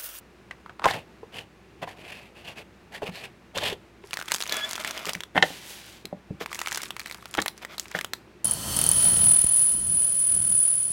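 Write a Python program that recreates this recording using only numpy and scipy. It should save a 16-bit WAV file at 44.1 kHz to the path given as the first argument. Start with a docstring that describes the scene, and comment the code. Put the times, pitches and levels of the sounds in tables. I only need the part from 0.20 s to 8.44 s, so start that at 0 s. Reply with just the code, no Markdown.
"""Noodle cups and a foil sachet

Gloved hands set down and stroke a lidded noodle cup, drag a squeaking foil sachet over the table, knock a second
cup into place and lay the crackling sachet on top. Blows ring cup walls over coloured noise; film and foil flip
in short pitched snaps; rubbing is grains of friction shaped by the hand's speed; the squeak is a wavering tone
with its octave. A small room answers, over steady ventilation and hum."""
import sys
import numpy as np
from scipy import signal
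from scipy.fft import rfft, irfft
from scipy.io import wavfile
from scipy.ndimage import uniform_filter1d

SR = 44100
rng = np.random.default_rng(int(sys.argv[2]) if len(sys.argv) > 2 else 0)


def log_audio(samples):
    """Write samples as a 16-bit WAV file to the path given in sys.argv[1]."""
    # one column per channel
    frames = np.atleast_2d(samples).T
    # limit to full scale, then quantise
    limited = np.clip(frames, -1, 1)
    pcm = np.round(limited * 32767).astype(np.int16)
    wavfile.write(sys.argv[1], SR, pcm)


N = 363560
T = np.arange(N) / SR
SIZE = 8192  # samples in one hit or filter
AGE = np.arange(SIZE) / SR  # seconds since a hit
FREQS = np.maximum(np.fft.rfftfreq(SIZE, 1 / SR), 1)


def undb(db):
    """Decibels to gain."""
    return 10 ** (np.asarray(db) / 20)


def unit(x):
    """Scale to rms 1."""
    return x / np.sqrt(np.mean(x ** 2))


def fade(t60):
    """A decay that loses 60 dB in t60 seconds."""
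    return np.exp(-np.log(1000) * AGE / max(t60, 1e-4))


def contour(points):
    """(Hz, dB) points as dB over all frequencies."""
    hz, db = np.transpose(points)
    return np.interp(np.log(FREQS), np.log(hz), db)


def colour(x, db):
    """Causal (minimum-phase) filter with the given gain in dB, made by folding the cepstrum."""
    cepstrum = irfft(db * np.log(10) / 20)
    cepstrum[1:SIZE // 2] *= 2
    cepstrum[SIZE // 2 + 1:] = 0
    response = irfft(np.exp(rfft(cepstrum)))
    return signal.fftconvolve(x, response)[:len(x)]


def resonances(modes):
    """Gain over all frequencies of some (Hz, width in Hz, dB) resonances."""
    return sum(undb(db) / np.hypot(1, 2 * (FREQS - hz) / width) for hz, width, db in modes)


def walk(rate):
    """Smooth random wander with a spread near 1, taking `rate` new values per second."""
    return unit(np.interp(T * rate, np.arange(N // 10), rng.standard_normal(N // 10)))


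def grains(per_s, spread_db):
    """Random tiny slips of very unequal size."""
    hit = rng.random(N) < per_s / SR
    sign = rng.choice([-1, 1], N)
    size = undb(spread_db * np.minimum(rng.exponential(size=N), 4))
    return unit(hit * sign * size)


def swell(curve, axis):
    """Gain over time from one dB column of a curve; silent outside it."""
    rows = np.array(curve)
    gain = np.interp(T, rows[:, 0], undb(rows[:, axis]), 0, 0)
    return uniform_filter1d(gain, SR // 200)


def gestures(table, axis, ends_db, taper=1.29):
    """Gain over time of rubbing moves that set in, speed up, peak and come to rest; overlaps add in power."""
    power = np.zeros(N)
    for row in table:
        s, rise_s, fall_s = row[:3]
        times = [s - taper * rise_s, s - rise_s, s, s + fall_s, s + taper * fall_s]
        speed = np.interp(T, times, [0, undb(ends_db), 1, undb(ends_db), 0])
        power += (undb(row[axis]) * speed) ** 2
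    return uniform_filter1d(np.sqrt(power), SR // 200)


def add(track, s, sound):
    """Mix a sound into the track at time s."""
    i = int(s * SR)
    track[i:i + len(sound)] += sound[:N - i]


def attack_level(sound, db, size):
    """Scale a hit so that its first samples have the given rms level."""
    return sound * undb(db) / np.sqrt(np.mean(sound[:size] ** 2))


def note(hz, ring_s):
    """A damped tone that swells over its first cycles."""
    return unit(np.sin(2 * np.pi * hz * AGE) * (fade(ring_s) - fade(ring_s / 6)))


def snaps(table, edges_db, ring_s, tail_s, tail_db, width, sheet_db, below_db, above_db, creep_db, gain_db):
    """A facet of film creeps, then flips: an impulse, a brief ring at its pitch, a shiver of the sheet."""
    out = np.zeros(N)
    treble = contour([(1000, -7.5), (7000, 0), (16000, -15.0)])
    radiation = contour([(30, -42), (100, -11.5), (500, -2.5), (1000, 3.0), (16000, 1.0)])
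    for (s, db, hz), edge_db in zip(table, edges_db):
        flip, shiver, creep = rng.standard_normal((3, SIZE))
        push = flip * fade(ring_s) + undb(tail_db) * shiver * fade(tail_s)
        push[0] += 4  # the impulse

        # a peak at the facet's pitch, sheet slopes in dB per octave on either side, and a treble edge
        octaves = np.log2(FREQS / hz)
        facet = 1 / (1 + (octaves / width) ** 2)
        sheet = sheet_db - np.where(octaves < 0, below_db, above_db) * np.abs(octaves)
        power = facet ** 2 + undb(sheet) ** 2 + undb(treble + edge_db) ** 2
        shape = 10 * np.log10(power) + radiation

        add(out, s, attack_level(colour(push, shape), db + gain_db, size=180))
        # the creep is a decay played backwards, ending at the flip
        build_up = attack_level(colour(creep * fade(0.003), shape), db + creep_db, size=180)[::-1]
        add(out, s - SIZE / SR, build_up)
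    return out


def knocks(table, modes, body, ring_at_500_s, ring_slope, modes_db, note_db, below_db,
           thump_hz, thump_s, thump_db, gain_db):
    """A blow rings the cup's walls while its contents rattle; a soft contact excites only the low modes
    and leaves more of the hollow thump. Low notes ring longer."""
    out = np.zeros(N)
    walls = np.zeros(SIZE)
    for k, (hz, width, db) in enumerate(modes):
        ring = np.sin(2 * np.pi * hz * AGE) * np.exp(-np.pi * width * AGE)
        walls += (-1) ** k * undb(db) * np.sqrt(width) * ring  # neighbours in opposite phase
    walls = unit(walls)
    for s, db, hz, contact_hz in table:
        ring_s = ring_at_500_s * (500 / hz) ** ring_slope
        decay = fade(ring_s / 2) + 0.37 * fade(ring_s)
        rattle = unit(colour(rng.standard_normal(SIZE) * decay, contour(body)))
        contact = -10 * np.log10(1 + (FREQS / contact_hz) ** 6)
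        contact -= below_db * np.maximum(np.log2(hz / FREQS), 0)

        blow = unit(colour(rattle + undb(modes_db) * walls * fade(4 * ring_s), contact))
        main_note = undb(note_db) * (400 / hz) ** 0.88 * note(hz, ring_s)
        thump = undb(thump_db) * 1000 / contact_hz * note(thump_hz, thump_s)
        blow = blow + main_note + thump
        # the level is that of the energy spread over 8.4 ms
        add(out, s, blow * undb(db + gain_db) * np.sqrt(0.0084 * SR) / np.linalg.norm(blow))
    return out


# Colour of the ventilation. Each row: frequency in Hz, gain in dB.
AIR_COLOUR = [(15, -53), (25, -22), (49, -18), (114, -7), (134, -10), (195, -5.5), (293, -13), (344, -6.5),
              (439, -12), (476, -15), (1440, -20.5), (2690, -23), (3080, -28), (3920, -30), (16000, -48)]
AIR_DB, AIR_WANDER_DB = -53.37, 0.5
HUM_HZ, HUM_DB = 61, -63.5  # rms level


def room_tone():
    """Steady ventilation noise with a duct resonance, and mains hum as a pure tone."""
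    duct = 1.3 * np.exp(-((FREQS - 350) / 45) ** 2)
    air = unit(colour(rng.standard_normal(N), contour(AIR_COLOUR) + duct))
    air = air * undb(AIR_DB + AIR_WANDER_DB * walk(11))
    hum = undb(HUM_DB) * np.sqrt(2) * np.sin(2 * np.pi * HUM_HZ * T)
    return air + hum


# Clicks of the thin lid. Each row: start in seconds, attack level in dB, pitch in Hz.
LID_CLICKS = [(0.3109, -34.5, 2060), (0.313, -36.5, 2020), (0.462, -38.5, 1310), (0.496, -39, 1230),
              (0.5964, -33.5, 1200), (0.62, -35, 1230), (0.6263, -36, 1120), (0.642, -23, 1420),
              (0.6461, -23, 1000), (0.6567, -20, 1300), (0.6871, -24, 2100), (0.711, -28.5, 4240),
              (1.6333, -36, 1930), (3.3769, -30, 6300), (3.384, -25.5, 3600)]


def lid(edge_db=-17, edge_db_per_oct=13, edge_per_db=3.44):
    """The lid's panels flip; high and hard clicks have the sharper edge."""
    edges = [edge_db + edge_db_per_oct * np.log2(hz / 3000) + edge_per_db * (db + 23) for _, db, hz in LID_CLICKS]
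    return snaps(LID_CLICKS, edges, ring_s=0.008, tail_s=0.081, tail_db=-13.0, width=0.24,
                 sheet_db=0.0, below_db=1.0, above_db=13.0, creep_db=-7, gain_db=0)


# Glove strokes on the lid. Each row: fastest moment in seconds, rise in seconds, fall in seconds,
# level in dB, note of the touched panel in Hz.
STROKES = [(0.693, 0.061, 0.078, -31.5, 1800), (0.744, 0.01, 0.043, -38, 2660),
           (.79, 0.023, 0.049, -48, 2590), (1.17, 0.048, 0.073, -38.5, 2960),
           (1.633, 0.017, 0.016, -37, 2700), (1.69, .025, 0.063, -44.5, 1810),
           (1.79, 0.028, 0.073, -47.5, 2470), (1.878, 0.044, 0.23, -43, 2560),
           (2.179, 0.035, 0.083, -48.5, 2700), (2.285, 0.043, 0.058, -40, 2760),
           (2.388, 0.033, 0.043, -41, 2500), (2.75, 0.037, 0.048, -39.5, 1880),
           (2.835, 0.018, 0.015, -38.5, 2630), (2.874, 0.024, 0.03, -35.5, 2560),
           (2.975, 0.062, 0.046, -40, 4200), (3.041, 0.046, .041, -40, 2540),
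           (3.375, 0.031, 0.024, -31.5, 3370), (3.456, 0.059, 0.089, -27, 3260)]
# Colours of the rasp and of the hollow drag. Each row: frequency in Hz, gain in dB.
STROKE_COLOUR = [(590, -34), (1000, -2), (1220, -14.5), (1470, -6.5), (1710, -1), (2280, -1.5), (2680, 0.5),
                 (3540, -4), (3930, -7.5), (4520, -6.5), (5500, -14), (11600, -18.5), (16000, -28)]
DRAG_COLOUR = [(53, -33), (90, -9.5), (124, -6.5), (365, -13), (416, -5), (599, -6.5), (715, -4.5),
               (1030, -14), (1230, -16.5), (1500, -19), (1950, -53), (3300, -120)]
# drag against rasp: DRAG_DB at a rise of LANDING_S seconds, more for each halving of the rise
DRAG_DB, DRAG_DB_PER_OCT, LANDING_S = -3, 5.5, 0.031


def strokes():
    """Cloth fibres catch and slip on the lid: a fine rasp that rings the touched panel, over the hollow note
    of the cup, which sounds the more the quicker the hand lands."""
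    slips = grains(3000, 1.3) * undb(2 * walk(150))
    rasp = np.zeros(N)
    pressing = []
    for s, rise_s, fall_s, db, hz in STROKES:
        span = slice(int((s - rise_s) * SR), int((s + fall_s) * SR))
        panel = 7 / (1 + ((FREQS - hz) / 380) ** 2)
        speed = np.interp(T[span], [s - rise_s, s, s + fall_s], [.1, 1, .1])
        stroke = unit(colour(slips[span], contour(STROKE_COLOUR) + panel))
        add(rasp, s - rise_s, stroke * speed * undb(db))
        quickness = np.log2(LANDING_S / min(rise_s, .055))  # slower rises count as 55 ms
        pressing.append((s, rise_s, fall_s, db + DRAG_DB + DRAG_DB_PER_OCT * quickness))
    drag = unit(colour(grains(2500, 1.6), contour(DRAG_COLOUR)))
    return rasp + drag * gestures(pressing, axis=3, ends_db=-12)


# The lidded cup meets table and fingers. Each row: start in seconds, level in dB before the trim,
# main note in Hz, contact cut-off in Hz.
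LID_KNOCKS = [(.642, -26.5, 1210, 6000), (.656, -15, 1047, 1930), (.663, -17, 800, 1210),
              (.71, -28.5, 760, 1210), (1.031, -37.5, 452, 890), (1.625, -33.5, 625, 2860),
              (1.638, -36, 690, 2200), (1.675, -35, 760, 1980), (2.82, -31.5, 660, 1090),
              (2.829, -28.5, 421, 910), (2.89, -33.5, 177, 600), (3.368, -30, 551, 1010),
              (3.428, -30, 610, 900), (3.524, -30, 404, 527), (3.84, -42, 400, 900)]
# Wall resonances of the lidded cup. Each row: frequency in Hz, width in Hz, relative level in dB.
LID_MODES = [(493, 18, 1), (773, 27, 2), (1070, 23, -14), (1440, 29, -22), (1850, 37, -6), (2350, 27, -2),
             (3050, 32, -24), (3220, 54, -18), (3570, 96, 15.5)]
# Broad colour of its rattle. Each row: frequency in Hz, gain in dB.
LID_BODY = [(35, -63.5), (60, -37), (354, -9.5), (732, -8), (1060, -2.5), (1280, -23), (1580, -8),
            (2000, -20), (3500, -10.5), (5720, -20), (6430, -15), (16000, -39)]


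def first_cup():
    """The lidded cup is set down and touched: short rings over a low thump."""
    return knocks(LID_KNOCKS, LID_MODES, LID_BODY, ring_at_500_s=0.052, ring_slope=0.045, modes_db=-9.0,
                  note_db=5.5, below_db=2, thump_hz=110, thump_s=0.027, thump_db=-12.5, gain_db=0.5)


# Flexing of the foil. Each row: hardest moment in seconds, rise in seconds, fall in seconds,
# level of the fine crumple in dB before the trim.
FLEX = [(3.97, .12, 0.11, -45), (4.124, 0.068, 0.19, -40), (4.53, .19, .25, -39.5), (4.88, .06, .12, -41),
        (6.392, 0.094, .07, -38.5), (6.56, 0.13, 0.12, -37), (6.889, 0.15, .17, -47.5),
        (7.16, 0.085, .1, -47), (7.39, 0.028, 0.077, -54.5), (7.69, .14, .12, -48.5)]
# The sachet scrapes along. Each row: fastest moment in seconds, rise in seconds, fall in seconds,
# level in dB before body and hiss are balanced.
SCRAPES = [(4.335, 0.048, 0.079, -30.5), (4.405, .059, 0.15, -38), (4.61, 0.017, 0.013, -32.5),
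           (4.685, 0.046, 0.03, -34), (4.77, 0.053, 0.079, -36), (4.9, 0.03, 0.013, -30.5),
           (6.217, 0.015, .025, -34), (7.43, 0.015, 0.014, -39), (7.53, 0.045, 0.03, -42.5),
           (7.76, 0.017, 0.031, -33.5)]
# Resonances of the air-filled packet. Each row: frequency in Hz, width in Hz, relative level in dB.
SACHET_MODES = [(636, 35, 5), (1674, 17, -6), (2140, 130, -3.5), (2430, 98, -4), (3370, 14, -20),
                (3450, 87, -2), (4940, 150, -6)]
# Colours of the scraped body, its hiss and the fine crumple. Each row: frequency in Hz, gain in dB.
SCRAPE_COLOUR = [(120, -39), (200, -6), (652, -6.5), (1430, 1.5), (1640, -6), (1790, -5), (3350, -8.5),
                 (6000, -16), (7800, -34), (13200, -120)]
HISS_COLOUR = [(1760, -31), (3000, 10), (4290, 2), (6760, 0), (8950, -6.5), (15000, -5), (16000, -18)]
CRUMPLE_COLOUR = [(180, -43), (300, -9), (440, -18), (603, -5.5), (1150, 3.5), (2100, 2), (4520, -3.5),
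                  (11300, -9), (16000, -17)]
# hiss gain at a scrape of level HISS_AT_DB; extra dB per dB of harder scraping
HISS_DB, HISS_AT_DB, HISS_GROWTH = -6, -31, 0.27


def sachet():
    """Dragging rings the air-filled packet; flexing lets countless small creases give way in flurries."""
    ringing = 20 * np.log10(0.28 + resonances(SACHET_MODES))
    body = unit(colour(grains(3000, 4.4), contour(SCRAPE_COLOUR) + ringing))
    hiss = unit(colour(grains(3000, 4.2), contour(HISS_COLOUR)))
    speed = gestures(SCRAPES, axis=3, ends_db=-9.5)
    hiss_gain = undb(HISS_DB) * (speed / undb(HISS_AT_DB) + 1e-6) ** HISS_GROWTH
    scraping = speed * (undb(-1.5) * body + hiss_gain * hiss)

    crumple = np.zeros(N)
    for hz in np.geomspace(1200, 11000, num=7):  # facets of seven sizes, each with its own pitch and flurries
        facet = -14 * np.abs(np.log2(FREQS / hz))
        ticks = grains(220, 4) + .35 * rng.standard_normal(N)
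        crumple += colour(ticks, contour(CRUMPLE_COLOUR) + facet) * undb(3.1 * walk(70))
    flutter = undb(-3.5 + 0.66 * walk(50))
    return scraping + flutter * unit(crumple) * gestures(FLEX, axis=3, ends_db=-7)


# most creases per second of flexing; level in dB before the foil's trim, and its spread; pitch and spread
SMALL_PER_S, SMALL_DB, SMALL_SPREAD_DB, SMALL_HZ, SMALL_SPREAD_OCT = 30, -41, 3.5, 3300, .75
SMALL_FOLLOW = 0.64  # dB of crease per dB of flexing


def small_creases(count=20):
    """Lesser creases scattered around the height of each flex; harder flexing makes them louder."""
    rows = []
    for s, rise_s, fall_s, db in FLEX:
        place, strength, size = np.clip(rng.standard_normal((count, 3)), -2, 2).T
        times = s + place / 2.5 * np.where(place < 0, rise_s, fall_s)
        levels = SMALL_DB + SMALL_FOLLOW * (db + 43.5) + SMALL_SPREAD_DB * strength
        pitches = SMALL_HZ * 2 ** (SMALL_SPREAD_OCT * size)
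        rows += list(zip(times, levels, pitches))[:int(SMALL_PER_S * (rise_s + fall_s))]
    return rows


# Loudest creases of the buckling foil. Each row: start in seconds, attack level in dB before the trim,
# pitch of the facet in Hz.
CREASES = [(3.9323, -25.5, 2450), (3.9397, -28.5, 4600), (3.9717, -27, 1900), (3.9903, -32, 1550),
           (4.0135, -30.5, 1500), (4.0247, -34, 1410), (4.0813, -33, 2010), (4.1121, -30, 2000),
           (4.1193, -18, 3470), (4.1405, -24, 5340), (4.1461, -23, 3650), (4.1615, -30.5, 4440),
           (4.2048, -29, 3290), (4.2128, -29, 6120), (4.2237, -25, 3900), (4.2363, -32, 6460),
           (4.2655, -34, 3320), (4.2954, -27, 3950), (4.3239, -22, 3700), (4.3426, -33, 6000),
           (4.3685, -29, 8400), (4.511, -29.5, 6700), (4.5323, -28.5, 4690), (4.5551, -29.5, 3570),
           (4.5793, -31, 1460), (4.6478, -24.5, 2020), (4.6768, -29, 2240), (4.7099, -29, 6200),
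           (4.7768, -31.5, 3140), (4.855, -30, 3170), (4.8938, -25.5, 2560), (4.9338, -29, 5730),
           (4.9511, -27.5, 2310), (5.0059, -30.2, 3400), (5.0356, -32, 3400), (5.8547, -32.5, 4030),
           (6.2607, -29, 2230), (6.3298, -29.5, 2200), (6.3466, -32, 5940), (6.3555, -34, 2280),
           (6.3912, -28, 2713), (6.4157, -26.5, 1900), (6.461, -29.5, 2330), (6.4728, -25, 2200),
           (6.4838, -30.5, 3060), (6.5195, -27, 1850), (6.5265, -29, 5080), (6.5471, -27.5, 6050),
           (6.5588, -30, 3500), (6.5744, -26.5, 1900), (6.6179, -33.5, 5250), (6.6329, -31.5, 5200),
           (6.7065, -28.5, 3220), (6.7659, -32.5, 2070), (6.7956, -31, 2244), (6.8029, -35, 4115),
           (6.8599, -32.5, 2260), (6.9121, -32, 2176), (6.9243, -38, 4420), (6.9458, -36, 1700),
           (7.0568, -35.5, 1400), (7.1404, -31, 3113), (7.1504, -28, 1370), (7.1733, -31.5, 3400),
           (7.2027, -31, 3350), (7.218, -28, 7300), (7.222, -27.5, 4260), (7.2605, -23.5, 2100),
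           (7.2812, -23.5, 4360), (7.4495, -30.5, 1920), (7.5815, -30.5, 4100), (7.5972, -25, 6300),
           (7.789, -25, 1720), (7.8114, -27.5, 2130), (7.8464, -27, 3350), (7.9351, -24, 4050)]
# treble edge of a 3 kHz crease, its rise per octave, what a taut foil adds, and the flex level that is fully taut
EDGE_DB, EDGE_DB_PER_OCT, TAUT_EDGE_DB, TAUT_DB = -28, 9, 23, -38


def foil():
    """Creases of the sachet buckle, large and small; small facets and a taut foil give a sharper edge."""
    rows = CREASES + small_creases()
    taut = np.minimum(gestures(FLEX, axis=3, ends_db=-8) / undb(TAUT_DB), 1)
    edges = [EDGE_DB + EDGE_DB_PER_OCT * np.log2(hz / 3000) + TAUT_EDGE_DB * taut[int(s * SR)] for s, _, hz in rows]
    return snaps(rows, edges, ring_s=0.0063, tail_s=0.025, tail_db=-8.0, width=0.19,
                 sheet_db=-8.5, below_db=-0.5, above_db=5.5, creep_db=-19.5, gain_db=0.5)


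# The foil squeaks on the table. Each row: time in seconds, slip rate in Hz, gain of the tone in dB,
# gain of its octave in dB, both before the flutter.
SQUEAK = [(4.305, 1699, -57, -56), (4.33, 1703, -34, -32), (4.37, 1680, -40, -35.5),
          (4.405, 1698, -35, -42), (4.43, 1670, -44, -37), (4.448, 1730, -39, -30.5),
          (4.47, 1730, -40, -60)]


def squeak():
    """Stick-slip of foil on the table top: a wavering tone with a strong octave."""
    s, hz = np.transpose(SQUEAK)[:2]
    slip_rate = np.interp(T, s, hz) * (1 + 0.0068 * walk(300))
    phase = 2 * np.pi * np.cumsum(slip_rate) / SR
    octave = np.sin(2 * phase) + undb(-22) * np.sin(4 * phase)
    tone = np.sin(phase) * swell(SQUEAK, axis=2) + octave * swell(SQUEAK, axis=3)
    return tone * undb(-0.5 + 2.8 * walk(70))


# The second cup is bumped, set down and tapped. Each row: start in seconds, level in dB before the trim,
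# main note in Hz, contact cut-off in Hz.
CUP_KNOCKS = [(4.868, -33.5, 417, 700), (4.957, -36, 176, 700), (5.149, -36, 680, 3000),
              (5.156, -22.5, 292, 2200), (5.165, -19.5, 647, 2600), (5.177, -13, 1920, 2730),
              (5.2252, -9.5, 3090, 5230), (5.233, -16.5, 620, 3000), (5.304, -36.5, 290, 920),
              (5.847, -37, 385, 520), (5.927, -27.5, 594, 730), (6.106, -26.5, 149, 405),
              (6.211, -28.5, 475, 1780), (7.181, -19.5, 450, 2810), (7.184, -25.5, 194, 604),
              (7.187, -17.5, 1136, 2800), (7.749, -22, 1490, 1840)]
# Wall resonances of the second cup. Each row: frequency in Hz, width in Hz, relative level in dB.
CUP_MODES = [(188, 69, -12.5), (301, 7.5, 6), (436, 14, 3), (515, 35, -4), (615, 37, -4.5), (724, 33, -7.5),
             (778, 71, 8.5), (1510, 160, -14), (1815, 50, 7.5), (1940, 24, -11), (2057, 45, -3),
             (2660, 70, -4.5), (2850, 64, -10), (2980, 70, -21), (3305, 110, 1.5), (3660, 62, -13)]
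# Broad colour of its rattle. Each row: frequency in Hz, gain in dB.
CUP_BODY = [(35, -58), (60, -10.5), (287, -3.5), (469, -3.5), (621, -1), (682, -5.5), (749, -3),
            (1170, -14), (1470, -3), (2050, -4), (2350, -15.5), (3270, -7.5), (4970, -20.5), (6580, -15.5),
            (16000, -38)]


def second_cup():
    """The second cup is knocked into place: stronger wall rings and a longer thump."""
    return knocks(CUP_KNOCKS, CUP_MODES, CUP_BODY, ring_at_500_s=0.053, ring_slope=0.14, modes_db=-0.5,
                  note_db=-3, below_db=3.5, thump_hz=185, thump_s=0.081, thump_db=-7.5, gain_db=-0.83)


# The second cup is pushed over the table. Each row: fastest moment in seconds, rise in seconds,
# fall in seconds, grinding level in dB, hiss level in dB.
GLIDE = [(5.17, 0.021, 0.037, -45, -49), (5.26, 0.04, 0.18, -41, -45), (5.51, 0.092, 0.11, -46, -45.5),
         (5.67, 0.15, .14, -48.5, -53.5)]
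# Colour of the sliding. Each row: frequency in Hz, gain in dB.
GLIDE_COLOUR = [(180, -41.5), (300, -21.5), (494, -6.5), (749, -7), (801, -5), (1230, -11.5), (1560, -4.5),
                (1720, -5.5), (3030, -1), (10700, -2), (16000, -8)]


def glide(split_hz=3500):
    """The wrapped cup slides across the table: its base grinds and the wrap hisses, each wavering on its own."""
    def friction(slope):
        side = -10 * np.log10(1 + (FREQS / split_hz) ** slope)
        return unit(colour(grains(7000, 3.5), contour(GLIDE_COLOUR) + side)) * undb(0.9 * walk(30))

    grind = friction(4)  # below the split
    hiss = friction(-4)  # above the split
    return grind * gestures(GLIDE, axis=3, ends_db=-7.5) + hiss * gestures(GLIDE, axis=4, ends_db=-13)


def room(x, t60=0.24, wet_db=-15, first_s=0.0121):
    """Nearby surfaces answer after a few metres of travel and die away quickly."""
    onset = np.clip((AGE - first_s) / 0.001, 0, 1)
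    tail = rng.standard_normal(SIZE) * (fade(t60) + 2.5 * fade(0.083)) * onset
    tail = colour(tail, contour([(100, 4.5), (4000, -8.5), (16000, -3)]))
    return x + undb(wet_db) * signal.fftconvolve(x, tail / np.linalg.norm(tail))[:N]


def scene():
    """All the handling sounds in the room, over its steady tone."""
    first = lid() + strokes() + first_cup()
    packet = sachet() + foil() + squeak()
    second = second_cup() + glide()
    return (room(first + packet + second) + room_tone())[None]


def record(dry, top_hz=16000):
    """The recorder stops at full scale and cuts the top."""
    low_pass = signal.ellip(8, .2, 70, top_hz, fs=SR, output="sos")
    return signal.sosfilt(low_pass, np.clip(dry, -1, 1))


dry = scene()
out = record(dry)
log_audio(out)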